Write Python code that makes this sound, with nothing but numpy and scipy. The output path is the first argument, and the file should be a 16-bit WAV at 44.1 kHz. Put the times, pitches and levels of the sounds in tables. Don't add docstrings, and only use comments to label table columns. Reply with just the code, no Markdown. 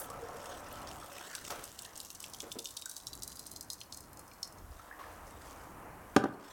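import sys
import numpy as np
from scipy import signal
from scipy.fft import rfft, irfft, next_fast_len
from scipy.io import wavfile
from scipy.ndimage import uniform_filter1d, map_coordinates

SR = 44100
rng = np.random.default_rng(int(sys.argv[2]) if len(sys.argv) > 2 else 0)


def gain_from_decibels(decibels):
    exponent = np.asarray(decibels, float) / 20
    return 10 ** exponent


def unload_audio(sound):
    columns = np.transpose(np.atleast_2d(sound))
    steps = np.round(np.clip(columns, -1, 1) * 32767)
    wavfile.write(sys.argv[1], SR, steps.astype(np.int16))


N = 287695

# (t/s, peak level/dB, f/Hz of its own ring)
TIMED_POPS = [(0.101, -34.5, 7976), (0.457, -36, 3390), (0.913, -33, 3040), (1.183, -37, 2620),
              (1.351, -28.5, 3800), (1.45, -30.5, 3120), (1.505, -26.5, 4900), (1.6395, -30.5, 8350),
              (1.7897, -27, 4400), (1.85, -29.5, 4200), (1.956, -36, 6600), (1.9758, -29.5, 8400),
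              (2.002, -28.5, 5230), (2.0486, -33, 6400), (2.103, -28, 6246), (2.1527, -33, 6050),
              (2.203, -29.5, 7987), (2.228, -32, 8100), (2.2408, -27, 3100), (2.335, -32, 6444),
              (2.344, -37.5, 3200), (2.4035, -23, 3700), (2.5171, -24, 3590), (2.587, -30, 5200),
              (2.5905, -27, 3640), (2.6438, -32, 8220), (2.6562, -23.5, 3685), (2.671, -31, 4946),
              (2.687, -36, 3700), (2.707, -32.5, 8100), (2.7698, -27, 3920), (2.821, -29.5, 3760),
              (2.8573, -23.5, 8000), (2.895, -28, 8746), (2.913, -30, 7800), (2.966, -26.5, 6266),
              (3.0005, -43, 3708), (3.0688, -26, 5540), (3.1308, -29.5, 3960), (3.152, -32.5, 10750),
              (3.222, -31.5, 5900), (3.233, -24.5, 8107), (3.277, -27.5, 8400), (3.3194, -35, 3938),
              (3.3618, -36.5, 10000), (3.393, -32, 10400), (3.4664, -32, 8800), (3.515, -30.5, 10800),
              (3.561, -30.5, 6411), (3.609, -25.5, 8057), (3.7016, -21, 5280), (3.716, -45, 8200),
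              (3.7318, -26.5, 8000), (3.781, -47, 6283), (3.8043, -36, 8000), (3.8134, -28.5, 3130),
              (3.924, -27, 4220), (3.945, -33, 6650), (3.9723, -31.5, 8500), (4.006, -34.5, 11000),
              (4.131, -37.5, 11900), (4.172, -38, 6850), (4.193, -34, 9500), (4.279, -41, 8700),
              (4.314, -44, 2330), (4.335, -41, 7800), (4.4295, -21.5, 5450), (4.452, -37, 5455),
              (4.491, -52, 5262), (4.584, -46.5, 5288)]
# (f/Hz, level/dB, t60/s)
STEEL_RINGS = [(5500, -8, .012), (6100, -8, .012), (7800, -7, .012), (8300, -7, .012), (10600, -11, .012)]
# (f/Hz, width/Hz)
DRUM_MODES = [(465, 20), (565, 24), (718, 13), (1305, 27)]
# (t/s, level/dB of boiling and running oil, level/dB of the sizzle)
OIL_FLOW = [(0, -52, -52), (.2, -48.5, -62), (.5, -47, -49), (1, -51, -53.5), (1.4, -56.5, -48.5),
            (1.8, -59, -56), (2.6, -57, -76), (4.4, -56.5, -76.5), (4.8, -56.5, -63.5), (5.1, -52, -68),
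            (5.52, -50.5, -55.5), (5.8, -51, -76), (6.52, -51, -52.5)]


def unit(x):
    return x / np.sqrt(np.mean(x ** 2) + 1e-20)


def along(points, hz):
    f, v = np.transpose(points)
    return np.interp(np.log(hz + 1), np.log(f + 1), v)


def curves(rows):
    s, *columns = np.transpose(rows)
    return [np.interp(np.arange(N) / SR, s, column) for column in columns]


def wobble(rate):
    knots = rng.standard_normal(int(N * rate / SR) + 4)
    return map_coordinates(knots, [np.arange(N) * rate / SR])


def filtered(x, response):
    m = next_fast_len(x.shape[-1] + 8192)
    spectrum = rfft(x, m) * response(np.fft.rfftfreq(m, 1 / SR))
    return irfft(spectrum, m)[..., :x.shape[-1]]


def band(x, low_hz, high_hz):
    x = signal.sosfilt(signal.butter(5, low_hz, "high", fs=SR, output="sos"), x)
    return signal.lfilter(*signal.butter(1, min(high_hz, SR / 2.2), fs=SR), x)


def rush(spectrum, patchy_db):
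    z = signal.stft(rng.standard_normal(N), nperseg=512)[2]
    field = uniform_filter1d(rng.standard_normal(z.shape), size=5, axis=0)
    field = uniform_filter1d(field, size=10, axis=1)
    noise = signal.istft(z * gain_from_decibels(patchy_db * unit(field)), nperseg=512)[1][:N]
    return unit(filtered(noise, lambda hz: gain_from_decibels(along(spectrum, hz))))


def ring(modes, t, scatter_db, scatter_rad=1.9):
    hz, db, t60 = np.transpose(modes)[:, :, None]
    luck = rng.standard_normal((2, len(modes), 1))
    strength = gain_from_decibels(db + scatter_db * luck[0] - 60 * t / t60)
    return np.sum(strength * np.sin(2 * np.pi * hz * t + scatter_rad * luck[1]), axis=0)


def add(track, s, peak_db, sound):
    start = round(s * SR)
    track[start:start + len(sound)] += gain_from_decibels(peak_db) * sound[:len(track) - start] / np.abs(sound).max()


def shop(x):
    # (f/Hz, t60/s)
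    shop_decay = [(150, 0.48), (1000, 0.52), (4000, 0.22), (12000, 0.16)]
    hz, t, z = signal.stft(rng.standard_normal(SR // 2), SR, nperseg=256)
    tail = signal.istft(z * gain_from_decibels(-60 * t / along(shop_decay, hz)[:, None]), SR, nperseg=256)[1]
    delayed = np.pad(x, (SR // 150, 0))
    return signal.fftconvolve(delayed, tail / np.linalg.norm(tail))[:len(x)]


def clearing(s):
    clears_at_s, clears_in_s = 2.1, .75
    return 1 - np.exp(-np.maximum(s - clears_at_s, 0) / clears_in_s)


def oil_modes(s):
    # (multiple of the lowest mode, level/dB in clear oil)
    oil_ratios = [(1, -4), (1.19, -3), (1.5, -9)]
    foamy_hz, clear_hz = 2780, 4390
    foamy_t60, clear_t60 = .024, .066
    clear = clearing(s)
    lowest_hz = foamy_hz + (clear_hz - foamy_hz) * clear
    t60 = foamy_t60 + (clear_t60 - foamy_t60) * clear ** 3
    return [(k * lowest_hz, db - 100 * (k - 1) * (1 - clear), t60) for k, db in oil_ratios]


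def oil_ring(x, t60):
    pole, out = gain_from_decibels(-60 / (t60 * SR)), 0
    for hz, db, _ in oil_modes(np.arange(N) / SR):
        turn = np.exp(2j * np.pi * np.cumsum(hz) / SR)
        rung = signal.lfilter([np.sqrt(1 - pole)], [1, -pole], x / turn)
        out = out + gain_from_decibels(db) * np.real(turn * rung)
    return out


def pop(s, own_hz):
    t = np.arange(SR // 8) / SR
    oil = [(hz, db - 18 * abs(np.log10(hz / own_hz)), t60) for hz, db, t60 in oil_modes(s)]
    shove = rng.standard_normal(SR // 200) * gain_from_decibels(-60 * t[:SR // 200] / 0.017)
    rings = ring(STEEL_RINGS + [(own_hz, 1.5, .014)], t, scatter_db=3.5)
    rings = signal.fftconvolve(rings, shove / np.linalg.norm(shove))[:len(t)]
    fade = gain_from_decibels(12.5 - 60 * t / .004) + gain_from_decibels(6.5 - 60 * t / .016) + gain_from_decibels(-9 - 60 * t / .05)
    crack = band(rng.standard_normal(len(t)) * fade, 0.66 * own_hz, 1.2 * own_hz)
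    crack = (crack + ring(oil, t, scatter_db=2)) * (1 - np.exp(-t / .0004))
    return band(rings + crack, .85 * min(own_hz, oil[0][0]), 2 * own_hz)


def chance_pops(count):
    until_s, early_db, scatter_db = 1.5, -43, 4
    middle_hz, spread = 8000, 0.285
    after_s, after_db = .022, -16
    timed = np.repeat(TIMED_POPS, 3, axis=0)
    early = (np.arange(count) + rng.random(count)) / count * until_s
    when = np.r_[early, timed[:, 0] + .008 + rng.exponential(after_s, len(timed))]
    luck = rng.standard_normal((len(when), 2))
    db = np.r_[np.full(count, early_db), timed[:, 1] + after_db] + scatter_db * luck[:, 0]
    hz = np.clip(middle_hz * np.exp(spread * luck[:, 1]), 2500, 12000)
    return list(zip(when, db, hz))


def crackle():
    # (t/s, base level/dB of the ticks before filtering)
    tick_level = [(0, -57.5), (1, -49), (2, -47.5), (3.5, -54), (4.4, -67), (5.5, -52), (6.52, -90)]
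    blade_out_s = 4.62
    time = np.arange(N) / SR
    stir = 0
    for s, db, _ in TIMED_POPS:
        distance = np.where(time > s, (time - s) / 0.0064, (s - time) / 0.0017)
        stir = stir + gain_from_decibels(db + 55.0) * np.exp(-distance)
    level_db = curves(tick_level)[0] + 11 * np.log10(1 + stir)
    ticks_so_far = np.cumsum(380 * gain_from_decibels(5.1 * wobble(14))) / SR
    luck, t = rng.random((3500, 3)), np.arange(SR // 80) / SR
    track = np.zeros(N)
    for k in range(min(int(ticks_so_far[-1]), len(luck))):
        at = np.searchsorted(ticks_so_far, k + luck[k, 0])
        steel_hz = STEEL_RINGS[int(luck[k, 2] * len(STEEL_RINGS))][0]
        hz = steel_hz * rng.normal(1.077, 0.11)
        tone = np.sin(2 * np.pi * hz * t) * gain_from_decibels(-60 * t * hz / 18)
        snap = 0.89 * rng.standard_normal(len(t)) * gain_from_decibels(-60 * t / 0.0015)
        add(track, at / SR, level_db[at] - 6.5 * np.log(luck[k, 1] + .05), tone + snap)
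    track = band(track, 3270, 12500)
    return track + gain_from_decibels(-6) * oil_ring(track * (time < blade_out_s), t60=.03)


def pops():
    track = crackle()
    for s, db, hz in TIMED_POPS + chance_pops(count=34):
        add(track, s, db, pop(s, hz))
    return track + gain_from_decibels(-13.0) * shop(track)


def boiling():
    # (f/Hz, level/dB per Hz)
    boil_colour = [(88, -112), (150, -7), (216, -10.5), (306, 0.5), (370, -13), (458, -2.5), (1060, 0.5),
                   (3000, -19.5), (6600, -120)]
    boil_db = curves(OIL_FLOW)[0]
    return gain_from_decibels(boil_db + 1.711 * wobble(8.4)) * rush(boil_colour, patchy_db=0.83)


def sizzle():
    # (f/Hz, level/dB per Hz, before the spitting)
    sizzle_colour = [(1060, 4.5), (1800, 8), (2350, -2), (3200, 5.5), (4200, -2), (5800, 1.5), (7200, -2),
                     (8300, 1), (9500, -8), (16900, -9)]
    sizzle_db = curves(OIL_FLOW)[1]
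    spitting = unit(gain_from_decibels(4 * wobble(150)) * rush(sizzle_colour, patchy_db=3.5))
    return gain_from_decibels(sizzle_db + 1.5 * wobble(8)) * spitting


def hum_db():
    surge_s, surge_db, rise_db_per_s, fall_db_per_s = 0.2, -46, 100, 69
    upper_db, fade_db_per_s, end_s, end_db_per_s = -51, 7.5, 1.15, 76
    s = np.arange(N) / SR
    low = surge_db - rise_db_per_s * np.maximum(surge_s - s, 0) - fall_db_per_s * np.maximum(s - surge_s, 0)
    return low, upper_db - fade_db_per_s * s - end_db_per_s * np.maximum(s - end_s, 0)


def drum_mode(f, center, width):
    return 1j * f * width / (center * center - f * f + 1j * f * width)


def drum_hum():
    low_db, high_db = hum_db()
    hum = 0
    for (hz, width), db in zip(DRUM_MODES, [low_db, high_db - 0.5, high_db + 0.5, high_db - 2.5]):
        lumps = gain_from_decibels(3.1 * wobble(26.0)) * rng.standard_normal(N)
        hum = hum + gain_from_decibels(db) * unit(filtered(lumps, lambda f: drum_mode(f, hz, width)))
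    return hum


def bubbling():
    s, size, strength = rng.random((3, 700, 1))
    s, hz, t = 1.6 * s, 450 * 3.18 ** size, np.arange(SR // 40) / SR
    fade = gain_from_decibels(-4.5 * np.log(strength + 0.061) - 60 * t * hz / 22)
    notes = fade * np.sin(2 * np.pi * hz * t * (1 + 6 * t))
    at = (s * SR).astype(int) + np.arange(len(t))
    return gain_from_decibels(hum_db()[1]) * np.bincount(at.ravel(), unit(notes).ravel() / 2.866, N)


def spray():
    # (f/Hz, level/dB per Hz)
    spray_colour = [(3000, -27), (10000, -5.5), (17000, -9.5)]
    level_db, ends_s, stops_in_s = -45.5, 0.065, 0.0036
    stop = np.clip((ends_s - np.arange(N) / SR) / stops_in_s, 0, 1)
    return gain_from_decibels(level_db + 4.393 * wobble(69)) * stop * rush(spray_colour, patchy_db=3.0)


def drips():
    # (t/s, peak level/dB, nominal f/Hz of the bubble)
    drops = [(0.104, -36.5, 1180), (1.025, -37, 1297), (2.861, -39, 1533), (4.796, -41.5, 1315),
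             (4.912, -36.5, 1708), (4.926, -40, 1869), (4.995, -40, 1173), (5.011, -38.5, 1090),
             (5.04, -41.5, 1750)]
    track, t = np.zeros(N), np.arange(SR // 10) / SR
    for s, db, hz in drops:
        tone = np.sin(2 * np.pi * hz * t * (0.98 + 1.5 * t))
        add(track, s, db, tone * gain_from_decibels(-60 * t * hz / 45) * (1 - np.exp(-t / 0.0007)))
    return track + gain_from_decibels(-7.5) * shop(track)


def knock():
    # (t/s, peak level/dB, crack level/dB relative to the peak before the 10 dB lift below)
    blows = [(6.1633, -1, -17.5), (6.175, -17, -41), (6.2387, -12.5, -25.5), (6.2539, -15, -47)]
    # (f/Hz, level/dB, t60/s)
    wood_modes = [(133.66, -19.5, 0.14), (226, -9.5, 0.079), (294, 1, 0.054), (373, 3.5, 0.028),
                  (556, -9.5, 0.081), (784, -6, 0.045), (986, -6, 0.029), (1200, 2, 0.016),
                  (1516, -5, 0.022)]
    track, t = np.zeros(N), np.arange(SR // 3) / SR
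    for s, db, crack_db in blows:
        wood = ring(wood_modes, t, scatter_db=0.5, scatter_rad=0.29) * (1 - np.exp(-t / 0.0016))
        add(track, s, db, wood)
        splinter = band(band(rng.standard_normal(len(t)), 186, 760), 135, 940)
        add(track, s, db - 14.0, splinter * gain_from_decibels(-60 * t / 0.097))
        crack = band(rng.standard_normal(len(t)), 1200, 2500)
        add(track, s, db + crack_db + 10, crack * gain_from_decibels(-60 * t / .02) * (1 - np.exp(-t / .002)))
    return band(track + gain_from_decibels(-13.5) * shop(track), 91, 7800)


def thuds():
    # (t/s, peak level/dB, brightness/dB, t60/s)
    thumps = [(1.502, -26.5, -4, 0.59), (2.427, -38, -10, 0.412), (2.556, -32.5, -22.5, 0.24),
              (4.99, -39.5, 4, 1)]
    track, t = np.zeros(N), np.arange(SR // 2) / SR
    for s, db, bright_db, t60 in thumps:
        colour = [(60, -48.5), (150, -15.0), (350, -1), (600, bright_db / 2), (1300, bright_db),
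                  (3000, bright_db - 12.0), (9000, bright_db - 21.5)]

        def response(f):
            return gain_from_decibels(along(colour, f)) * (1 + 1.25 * sum(drum_mode(f, c, w) for c, w in DRUM_MODES))

        burst = filtered(rng.standard_normal(len(t)), response)
        add(track, s, db, burst * gain_from_decibels(-60 * t / t60) * (1 - np.exp(-t / 0.0002676)))
    return track


def steps():
    # (t/s, level/dB, half length/s)
    shifts = [(4.701, -48.5, 0.096), (5.154, -57.5, 0.22), (5.65, -58.5, 0.49)]
    # (f/Hz, level/dB per Hz)
    floor_colour = [(15, -39), (28, -4), (70, -3.5), (110, -14), (400, -80)]
    time = np.arange(N) / SR
    swell = sum(gain_from_decibels(db) * np.exp(-((time - s) / half) ** 2) for s, db, half in shifts)
    return swell * rush(floor_colour, patchy_db=0.0)


def room_rumble():
    # (f/Hz, level/dB per Hz)
    rumble_colour = [(12, -32.5), (20, -2.5), (91, 5), (145, -1), (282, -2.5), (400, -5), (520, -28),
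                     (880, -120)]
    return gain_from_decibels(-58 + 3.8 * wobble(5.044)) * rush(rumble_colour, patchy_db=0.5)


def microphone_hiss():
    # (f/Hz, level/dB per Hz)
    hiss_colour = [(1500, -53.5), (3000, 1), (12000, 7.5), (17000, 4)]
    return gain_from_decibels(-62) * rush(hiss_colour, patchy_db=1.0)


def scene():
    oil = pops() + boiling() + sizzle() + drum_hum() + bubbling() + spray() + drips()
    others = knock() + thuds() + steps() + room_rumble()
    return (oil + others + microphone_hiss())[None]


def band_limit(x):
    return signal.sosfilt(signal.butter(12, 16700, fs=SR, output="sos"), x)


def record(dry):
    power = signal.lfilter([1 / 6000], [1, 1 / 6000 - 1], dry ** 2)
    loudness = np.sqrt(np.abs(power))
    ducked = dry / (1 + (loudness / 0.0075) ** 0.52) ** 0.54
    clipped = ducked / (1 + np.abs(ducked / .31) ** 8) ** (1 / 8)
    return band_limit(clipped)


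dry = scene()
out = record(dry)
unload_audio(out)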